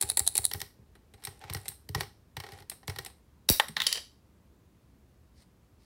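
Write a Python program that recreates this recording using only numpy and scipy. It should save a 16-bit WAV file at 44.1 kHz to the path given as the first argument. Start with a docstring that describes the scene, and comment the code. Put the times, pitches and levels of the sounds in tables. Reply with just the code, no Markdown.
"""A desk in a small quiet room, microphone close. A hand taps three keystrokes on a clicky mechanical
keyboard, then rubs and rocks the space bar until it snaps off. The long plastic cap slaps the desk
and clatters to rest; a fingertip brushes the desk. Each hit is a brief soft onset of noise, a sharp
contact and chatter ringing a part's resonances; rubbing is a train of tiny slips. Pushes thump the
keyboard case. The room answers each hit, over a low steady rumble."""
import sys
import numpy as np
from scipy import signal
from scipy.fft import rfft, irfft, next_fast_len
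from scipy.io import wavfile

SR = 44100
rng = np.random.default_rng(int(sys.argv[2]) if len(sys.argv) > 2 else 0)


def master(y):
    """Save y as 16-bit WAV."""
    cut = np.clip(np.atleast_2d(y).T, -1, 1)
    pcm = np.round(cut * 32767)  # scale
    wavfile.write(sys.argv[1], SR, pcm.astype(np.int16))


N = 257984
HIT_SAMPLES = 4096
HZ = np.fft.rfftfreq(HIT_SAMPLES, 1 / SR)
BOTTOM_LAG_S, TOP_LAG_S = .0078, .012  # from a switch click to the end of key travel, down and up

# Hits: (time [s], level [dB], brightness [dB/octave])
DOWN_CLICKS = [(0.025, -27, -1), (0.1943, -21.5, 2), (0.3787, -21, 2)]
UP_CLICKS = [(0.0998, -24, 0.1), (.2758, -19.5, 1), (0.4523, -20, 2)]
BAR_LANDINGS = [(3.7673, -26.5, -1), (3.782, -49, 10), (3.8029, -26.5, 0.5), (3.8191, -27, 3),
                (3.839, -43, 12)]
# Space bar on its stabilisers: (time [s], level [dB], brightness [dB/octave], case thump [dB])
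BAR_KNOCKS = [(0.5143, -36.5, 2, -50), (0.5362, -31, 7.5, -38), (0.5462, -42, -2, -33),
              (.604, -41, 4.5, -56), (.6164, -34, 3.5, -42), (1.2717, -40, 1, -36.5),
              (1.439, -45.5, -2.5, -42), (1.499, -39, 1, -29.5), (1.548, -35, 1.5, -27.5),
              (1.5664, -43.5, -1, -57), (1.8907, -44.5, 4, -29.5), (1.9488, -28, 0, -23),
              (2.0078, -30, .5, -34), (2.3684, -37, 0, -32.5), (2.4015, -40, 1, -51),
              (2.4379, -42, -2, -48), (2.521, -48.5, 1, -40), (2.6039, -57, 4, -47.5),
              (2.831, -55, -3, -58), (2.8795, -36.5, 1.5, -26), (2.8976, -38, 0, -66),
              (2.9614, -43, 0.5, -42), (2.9874, -34.5, 1.5, -38)]
# Fingers over the caps: (start [s], end [s], level [dB], share of bright rattle [0-1])
FINGER_RUBS = [(0, 0.136, -44.5, 0.87), (0.218, 0.46, -55.5, 0.94), (0.53, 0.66, -61, 0.59),
               (1.159, 1.413, -65.5, 0.07), (1.396, 1.538, -54.5, 0), (1.561, 1.72, -60.5, 0.37),
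               (1.97, 2.033, -50, 0.2), (2.394, 2.642, -58, 0.09), (2.873, 2.918, -50, 0.15),
               (2.916, 3.107, -62.5, 0.24)]
# Resonances of a pressed key, a ticking cap, the bar: (frequency [Hz], half-width [Hz], level [dB])
PRESS_MODES = [(400, 114, -12.5), (840, 33.7, -10.5), (1930, 56.4, -11), (2280, 340, -24), (3800, 92, -2),
               (4310, 250, 1.5), (5485, 510, -16.5), (7650, 420, -0.5), (8900, 367, -3.5), (9900, 800, 0.5),
               (10900, 830, -4.5), (14730, 1800, -18.5)]
TICK_MODES = [(380, 45, -8), (800, 38, -7), (2018, 190, -11), (2507, 1200, -17), (4040, 270, -8.5),
              (5360, 270, -14), (8450, 350, 3), (8960, 85, 8), (11380, 1500, -0.5), (13890, 1900, -18.5)]
BAR_MODES = [(394.2, 49, 4.5), (797, 47, 0), (1015, 110, -10), (1430, 300, -11.5), (1898, 70, 0),
             (2181, 100, -7), (3080, 360, -13.5), (4140, 600, -7.5), (5550, 450, -7.5), (8600, 730, -7),
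             (11810, 1210, -8), (14870, 1400, -31)]
# Five bands that balance a hit: (edge [Hz])
BAND_EDGES_HZ = [350, 1300, 3300, 6800, 11500, 16000]
# Balance of a key press and of a bar knock: (relative level [dB]) per band
PRESS_BANDS_DB = [-19, -16.5, -10, 0.5, -11]
BAR_BANDS_DB = [-0.5, 0, -1, -8.5, -9.5]


def amp(db):
    return 10 ** (np.asarray(db) / 20)


def unit_rms(x):
    return x / np.sqrt(np.mean(x ** 2) + 1e-20)


def curve_at(points, hz):
    """Interpolates (frequency [Hz], value) points on a log axis."""
    point_hz, value = np.transpose(points)
    return np.interp(np.log(hz + 1), np.log(point_hz + 1), value)


def add(mix, start_s, sound):
    part = mix[max(round(start_s * SR), 0):][:len(sound)]
    part += sound[:len(part)]


def plastic_response(modes, floor_db=-30):
    """Minimum-phase frequency response of a resonant plastic part."""
    gain = amp(floor_db) + sum(amp(db) / (1 + ((HZ - hz) / width_hz) ** 2) for hz, width_hz, db in modes)
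    gain = gain * HZ ** 2 / (HZ ** 2 + 300 ** 2) + 1e-4  # small parts radiate no bass
    log_gain = np.log(np.r_[gain, gain[-2:0:-1]])
    return np.exp(np.conj(signal.hilbert(log_gain)))[:len(HZ)]


def balance(spectrum, bands_db, level_db, bright_db_oct):
    """Sets a hit's band balance and its level over 10 ms; harder contacts tilt towards the treble."""
    band = np.clip(np.searchsorted(BAND_EDGES_HZ, HZ) - 1, 0, len(bands_db) - 1)
    centres_hz = np.sqrt(np.multiply(BAND_EDGES_HZ[:-1], BAND_EDGES_HZ[1:]))
    target_db = np.array(bands_db) + bright_db_oct * np.log2(centres_hz / 4700)
    for _ in range(2):
        change_db = target_db - 10 * np.log10(np.bincount(band, abs(spectrum) ** 2))
        change_db = np.maximum(change_db, change_db.max() - 20.5)  # the part keeps its character
        spectrum = spectrum * amp(curve_at(np.c_[centres_hz, change_db], HZ))
    rms_10ms = np.linalg.norm(spectrum) * np.sqrt(2 / HIT_SAMPLES / (.01 * SR))
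    return amp(level_db) * spectrum / rms_10ms


def hits(events, modes, bands_db, contact_s, send_db, chatter, onset_db, chatter_low_hz):
    """A brief soft onset of noise, a contact and dying chatter ring a part: (direct, room send)."""
    lead_s, onset_s = 320 / SR, .0011
    t = np.arange(HIT_SAMPLES) / SR - lead_s
    contact = rfft(signal.unit_impulse(HIT_SAMPLES, round(lead_s * SR)))
    highpass = HZ ** 2 / (HZ ** 2 + chatter_low_hz ** 2)  # chatter is too fine to drive low modes
    onset = amp(onset_db) * np.exp(-abs(t) / onset_s)
    direct, send = np.zeros((2, N))
    for time_s, level_db, bright_db_oct, *_ in events:
        # each spot struck favours different resonances
        spot_modes = [(hz, width_hz, db + rng.uniform(-3.9, 3)) for hz, width_hz, db in modes]
        response = plastic_response(spot_modes)
        decay_s = np.clip(contact_s * 2 ** (-bright_db_oct / 3.5), 1e-4, .007)  # dull hits last longer
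        envelope = np.where(t < 0, onset, np.exp(-abs(t) / decay_s))
        jitter = envelope * rng.choice([-1, 1], HIT_SAMPLES)
        force = contact + chatter * highpass * rfft(jitter / np.linalg.norm(jitter))
        hit = irfft(balance(force * response, bands_db, level_db, bright_db_oct))
        add(direct, time_s - lead_s, hit)
        # the room gathers all directions, which leaves the part's own ring
        ring = irfft(balance(contact * response, bands_db, level_db, bright_db_oct))
        add(send, time_s - lead_s, amp(send_db) * ring)
    return np.array([direct, send])


def slips(modes, rate_per_s, spread_db):
    """A random train of tiny slips rings a part."""
    train = rng.standard_normal(N) * (rng.random(N) < rate_per_s / SR)
    train *= amp(spread_db * np.minimum(rng.exponential(1, N), 3))
    ring = irfft(plastic_response(modes, floor_db=-46.5))
    return unit_rms(signal.oaconvolve(train, ring)[:N])


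def air(level_db=-61, low_hz=36):
    """Steady room rumble with a faint hiss."""
    # Noise spectrum and its treble cut: (frequency [Hz], gain [dB])
    spectrum = [(15, -45.5), (25, -20), (53, -4.5), (74, 0.5), (87, -9), (123, -8), (149, -14.5),
                (175, -11), (317, -17.5), (775, -29), (936, -28), (1230, -30.5), (1400, -32.5),
                (9570, -41.5), (16000, -39.5)]
    treble_cut = [(1000, 0), (3000, -2.5), (11000, -2.5), (16000, -5.5)]
    hz = np.fft.rfftfreq(N, 1 / SR)
    highpass = hz ** 4 / (hz ** 4 + low_hz ** 4)
    gain = amp(curve_at(spectrum, hz) + curve_at(treble_cut, hz)) * highpass
    return amp(level_db) * unit_rms(irfft(rfft(rng.standard_normal(N)) * gain, N))


def rubbing():
    """Skin scrapes dully on the bar; loose caps rattle brightly."""
    # Skin on the bar: (frequency [Hz], half-width [Hz], level [dB])
    scrape_modes = [(400, 87, 0.5), (799, 48, 4.5), (2070, 780, -14), (3890, 3600, -20.5)]
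    scrape = slips(scrape_modes, rate_per_s=2500, spread_db=-.5)
    rattle = slips(PRESS_MODES, rate_per_s=930, spread_db=6)
    out = np.zeros(N)
    for start_s, end_s, db, share in FINGER_RUBS:
        span = slice(int(start_s * SR), int(end_s * SR))
        rub = unit_rms(np.sqrt(1 - share) * scrape[span] + np.sqrt(share) * rattle[span])
        add(out, start_s, amp(db) * rub * signal.windows.tukey(len(rub), .3))
    return out


def typing():
    """Key down: touch, click of the leaf, bottoming out. Key up: slider slip, click, top stop."""
    # Finger lands, slider catches: (time [s], level [dB], brightness [dB/octave])
    touches = [(.0129, -24.5, 1), (.1722, -21, -.5), (.3538, -27, -1)]
    # Rising key: (frequency [Hz], half-width [Hz], level [dB])
    release_modes = [(810, 250, -21.5), (1920, 146, -17.5), (3794, 71, -8), (4080, 340, 1),
                     (6700, 1900, -22.5), (8670, 890, -4), (10020, 312, 4), (11200, 920, -10.5),
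                     (13976, 2000, -26.5)]
    # Balance: (relative level [dB]) per band
    bottom_bands_db = [-3.5, -8, -3, 0.5, -10]
    release_bands_db = [-21, -22, -7.5, 0, -14.5]
    bottoms = [(time_s + BOTTOM_LAG_S, -34.5, 0) for time_s, _, _ in DOWN_CLICKS]
    slider_slips = [(time_s - .01, db - 12, -1) for time_s, db, _ in UP_CLICKS]
    top_stops = [(time_s + TOP_LAG_S, db - 16.5, 1) for time_s, db, _ in UP_CLICKS]
    return (hits(touches, PRESS_MODES, PRESS_BANDS_DB,
                 contact_s=.0034, send_db=-6.5, chatter=2.7, onset_db=-11.5, chatter_low_hz=600)
            + hits(DOWN_CLICKS, PRESS_MODES, PRESS_BANDS_DB,
                   contact_s=.0022, send_db=-10, chatter=2.7, onset_db=-5.5, chatter_low_hz=1200)
            + hits(bottoms, TICK_MODES, bottom_bands_db,
                   contact_s=.0018, send_db=-5.5, chatter=1.5, onset_db=-16, chatter_low_hz=670)
            + hits(slider_slips, release_modes, release_bands_db,
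                   contact_s=.0075, send_db=-10.5, chatter=3.6, onset_db=-9.5, chatter_low_hz=1400)
            + hits(UP_CLICKS, release_modes, release_bands_db,
                   contact_s=.002, send_db=-10.5, chatter=6.5, onset_db=-17, chatter_low_hz=1500)
            + hits(top_stops, release_modes, release_bands_db,
                   contact_s=.001, send_db=-11.5, chatter=3.6, onset_db=-19, chatter_low_hz=2000))


def catches(rate_per_s=45, max_per_rub=16, above_rub_db=3, spread_db=7, bright_db_oct=-.5):
    """A rubbing finger catches at random: dull knocks of the bar, bright ticks of loose caps."""
    knocks, rattles = [], []
    for start_s, end_s, rub_db, share in FINGER_RUBS:
        times_s = start_s + np.cumsum(rng.exponential(1, max_per_rub)) / rate_per_s
        levels_db = rub_db + above_rub_db + spread_db * rng.uniform(-1, 1, max_per_rub)
        for time_s, db, draw in zip(times_s, levels_db, rng.random(max_per_rub)):
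            if time_s < end_s:
                (rattles if draw < share else knocks).append((time_s, db, bright_db_oct))
    return (hits(knocks, BAR_MODES, BAR_BANDS_DB,
                 contact_s=.0044, send_db=-3.5, chatter=2.2, onset_db=-16, chatter_low_hz=360)
            + hits(rattles, PRESS_MODES, PRESS_BANDS_DB,
                   contact_s=.00118, send_db=-5, chatter=2.2, onset_db=-12.5, chatter_low_hz=750))


def case_thumps(typing_pitch=.85, grip_pitch=1.095, landing_pitch=1.8, low_hz=75):
    """Nudges, key stops, bar knocks and landings set the case ringing briefly on the desk."""
    # Case on the desk: (frequency [Hz], level [dB], T60 [s])
    case_modes = [(88.9, 4.5, 0.18), (118, 4.5, 0.11), (163, -21, 0.06), (268, -6, 0.048),
                  (415.8, -8, 0.16), (820, -17, 0.03)]
    # Soft pushes: (time [s], peak [dB], pitch [ratio])
    nudges = [(.575, -39, 1.1), (.789, -46, 1.3), (1.137, -43, 0.82), (1.684, -43, 1.2), (1.979, -26, 1.2),
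              (3.691, -37, 1.8)]
    pushes = (nudges
              + [(time_s + BOTTOM_LAG_S, -31, typing_pitch) for time_s, _, _ in DOWN_CLICKS]
              + [(time_s + TOP_LAG_S, -43, typing_pitch) for time_s, _, _ in UP_CLICKS]
              + [(time_s + .00235, thump_db, grip_pitch) for time_s, _, _, thump_db in BAR_KNOCKS]
              + [(time_s, db - 17, landing_pitch) for time_s, db, _ in BAR_LANDINGS])
    t, out = np.arange(SR // 4) / SR, np.zeros(N)
    for time_s, peak_db, pitch in pushes:
        # hand pressure shifts the bounce on the feet, not the hollow case's own notes
        ring = sum(amp(db - 60 * t / t60_s) * np.sin(2 * np.pi * hz * (pitch if hz < 300 else 1) * t)
                   for hz, db, t60_s in case_modes)
        add(out, time_s, amp(peak_db) * ring / abs(ring).max())
    return signal.sosfilt(signal.butter(2, low_hz, "high", fs=SR, output="sos"), out)


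def prying():
    """Nails and loose caps tick; the space bar knocks until it snaps off its stems."""
    # Hits: (time [s], level [dB], brightness [dB/octave])
    ticks = [(.3693, -30, 5.5), (.9533, -56.5, -5.5), (1.1381, -54.5, -3.5), (1.2381, -45.5, 0),
             (1.251, -35.5, 2), (1.5359, -36.5, 8), (1.6566, -46, -3.5), (1.682, -34.5, 2.5),
             (1.6883, -36.5, 7.5), (2.6986, -35.5, 3.5), (2.7158, -46, -4), (3.049, -45, 5),
             (3.0618, -40.5, -2), (3.6842, -40.5, 0), (5.421, -65, -2)]
    snaps = [(3.4898, -19, 0), (3.4998, -20, 7.5)]
    # Stems letting go: (frequency [Hz], half-width [Hz], level [dB])
    snap_modes = [(484, 370, -10), (1930, 330, -17), (2610, 390, -21), (3820, 83, 1), (4650, 298, -7),
                  (5530, 360, -14), (5700, 157, -6.5), (8150, 550, -9), (10450, 300, -6),
                  (11900, 870, -13.5), (12830, 900, -11), (15330, 620, -14)]
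    # Balance: (relative level [dB]) per band
    tick_bands_db = [-13, -7, -3.5, -1, -8.5]
    snap_bands_db = [-13.5, -8.5, 2, -3, -5]
    return (hits(ticks, TICK_MODES, tick_bands_db,
                 contact_s=.0039, send_db=-3, chatter=3.4, onset_db=-14, chatter_low_hz=360)
            + hits(BAR_KNOCKS, BAR_MODES, BAR_BANDS_DB,
                   contact_s=.0039, send_db=-4.5, chatter=4.7, onset_db=-6.5, chatter_low_hz=490)
            + hits(snaps, snap_modes, snap_bands_db,
                   contact_s=.0015, send_db=4, chatter=2.1, onset_db=-11.5, chatter_low_hz=1800))


def recoil(low_hz=45):
    """The freed keyboard drops back: one blunt push, no ring."""
    # Push: (time [s], peak before the high-pass [dB], width [s])
    push = (3.4998, -11.5, 0.00067)
    time_s, peak_db, width_s = push
    widths, out = np.arange(SR // 20) / SR / width_s, np.zeros(N)
    add(out, time_s, amp(peak_db) * widths * np.exp(1 - widths))
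    return signal.sosfilt(signal.butter(2, low_hz, "high", fs=SR, output="sos"), out)


def falling():
    """The freed bar slaps the desk flat, tumbles, then skips from edge to edge."""
    # Hits: (time [s], level [dB], brightness [dB/octave])
    slap = [(3.5982, -17, 0)]
    skips = [(3.8674, -21.5, 0), (3.8703, -27.5, 3), (3.8868, -50, 7), (3.9157, -38, -3.5),
             (3.9273, -24.5, 2.5), (3.9469, -39, -3), (3.9553, -35.5, -3.5), (3.9729, -37.5, -4.5)]
    # Bar on the desk: (frequency [Hz], half-width [Hz], level [dB])
    landing_modes = [(550, 110, -7.5), (854, 37, 2.5), (1080, 75, -2.5), (1324, 140, -5), (1614, 310, -5.5),
                     (1920, 130, 3.5), (2387, 344, -22), (3125, 406, -3), (3760, 250, -3.5),
                     (4140, 170, -9.5), (5125, 700, -18.5), (7650, 1540, -24.5), (10400, 310, -14.5),
                     (13000, 2600, -31.5)]
    skip_modes = [(470, 250, 0), (1068, 140, -25.5), (1870, 86, -15), (2650, 300, -26), (3106, 140, 3),
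                  (3850, 110, 1.5), (4677, 320, 7.5), (5190, 260, -7), (5800, 310, 1.5), (7500, 640, -8),
                  (10300, 580, -4), (12300, 1400, -18)]
    # Balance: (relative level [dB]) per band
    slap_bands_db = [-1.5, 0, -5, -12, -16.5]
    landing_bands_db = [-11.5, -1, 1, -15, -16.5]
    skip_bands_db = [-21.5, -1.5, -0.5, -6, -16.5]
    return (hits(slap, landing_modes, slap_bands_db,
                 contact_s=.0043, send_db=-9, chatter=2.4, onset_db=-26, chatter_low_hz=1200)
            + hits(BAR_LANDINGS, landing_modes, landing_bands_db,
                   contact_s=.0033, send_db=0, chatter=1.5, onset_db=-6, chatter_low_hz=600)
            + hits(skips, skip_modes, skip_bands_db,
                   contact_s=.0031, send_db=0, chatter=3.2, onset_db=-6, chatter_low_hz=840))


def brushing():
    """A fingertip slips over the desk in faint swells of hiss."""
    # Strokes: (start [s], end [s], level [dB])
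    strokes = [(5.331, 5.47, -67), (5.77, 5.9, -72.5)]
    # Skin on the desk: (frequency [Hz], half-width [Hz], level [dB])
    hiss_modes = [(2003, 300, -5.5), (4760, 950, -0.5), (9200, 1700, -10)]
    hiss, out = slips(hiss_modes, rate_per_s=3000, spread_db=.5), np.zeros(N)
    for start_s, end_s, db in strokes:
        size = int((end_s - start_s) * SR)
        stroke = np.roll(hiss, -int(start_s * SR))[:size]
        add(out, start_s, amp(db) * stroke * np.hanning(size))
    return out


def room(send, gap_s=.00375, build_s=.0034, echoes_per_s=6000, crossfade_hz=3, wet_db=-3):
    """Dense reflections build up, then die band by band; three tails take turns as the hand moves."""
    # Decay: (frequency [Hz], T60 [s])
    decay = [(150, 0.18), (800, 0.24), (2000, 0.26), (3200, 0.3), (4800, 0.35), (6700, .32), (9000, 0.27),
             (12000, 0.35), (15000, 0.2)]
    # Colour: (frequency [Hz], gain [dB])
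    colour = [(150, 2), (800, 0), (2000, -3.5), (4500, -6), (6700, -6), (9000, -2), (12000, -9.5),
              (15500, 5)]
    t, out = np.arange(SR * 3 // 4) / SR, np.zeros(N)
    for k in range(3):
        echoes = rng.standard_normal(len(t)) * (rng.random(len(t)) < echoes_per_s / SR)
        echoes *= np.clip((t - gap_s) / build_s, 0, 1)
        hz, age_s, frames = signal.stft(echoes, SR, nperseg=256)
        gain_db = curve_at(colour, hz)[:, None] - 60 * age_s / curve_at(decay, hz)[:, None]
        tail = signal.istft(frames * amp(gain_db), SR, nperseg=256)[1]
        weight = np.sqrt(2 / 3) * np.cos(2 * np.pi * (crossfade_hz * np.arange(N) / SR + k / 3))
        out += signal.fftconvolve(send * weight, tail / np.linalg.norm(tail))[:N]
    return amp(wet_db) * out


def scene():
    """Plastic hits, friction and low thumps in the room; mono."""
    direct, send = typing() + prying() + falling()
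    friction = rubbing() + brushing()
    thumps = case_thumps() + recoil()
    reverb = room(send + amp(-5) * friction + amp(-14) * thumps)
    mix = direct + friction + thumps + reverb + air()
    catch_direct, catch_send = catches()
    return (mix + catch_direct + room(catch_send))[None]


def record(dry, lag_cycles=.89, ceiling=.8, cutoff_hz=15900):
    """Microphone: bass lags treble, the loudest peaks round off, the band is limited."""
    size = next_fast_len(N + SR)
    hz = np.fft.rfftfreq(size, 1 / SR)
    bass_lag = np.exp(-2j * np.pi * lag_cycles * np.log((hz + 10) / (hz + 3000)))
    lagged = irfft(rfft(dry, size) * bass_lag, size)[:, :N]
    rounded = lagged / (1 + (lagged / ceiling) ** 4) ** .25
    lowpass = signal.firwin(255, cutoff_hz, window=("kaiser", 8), fs=SR)
    return signal.oaconvolve(rounded, lowpass[None], "same")


dry = scene()
out = record(dry)
master(out)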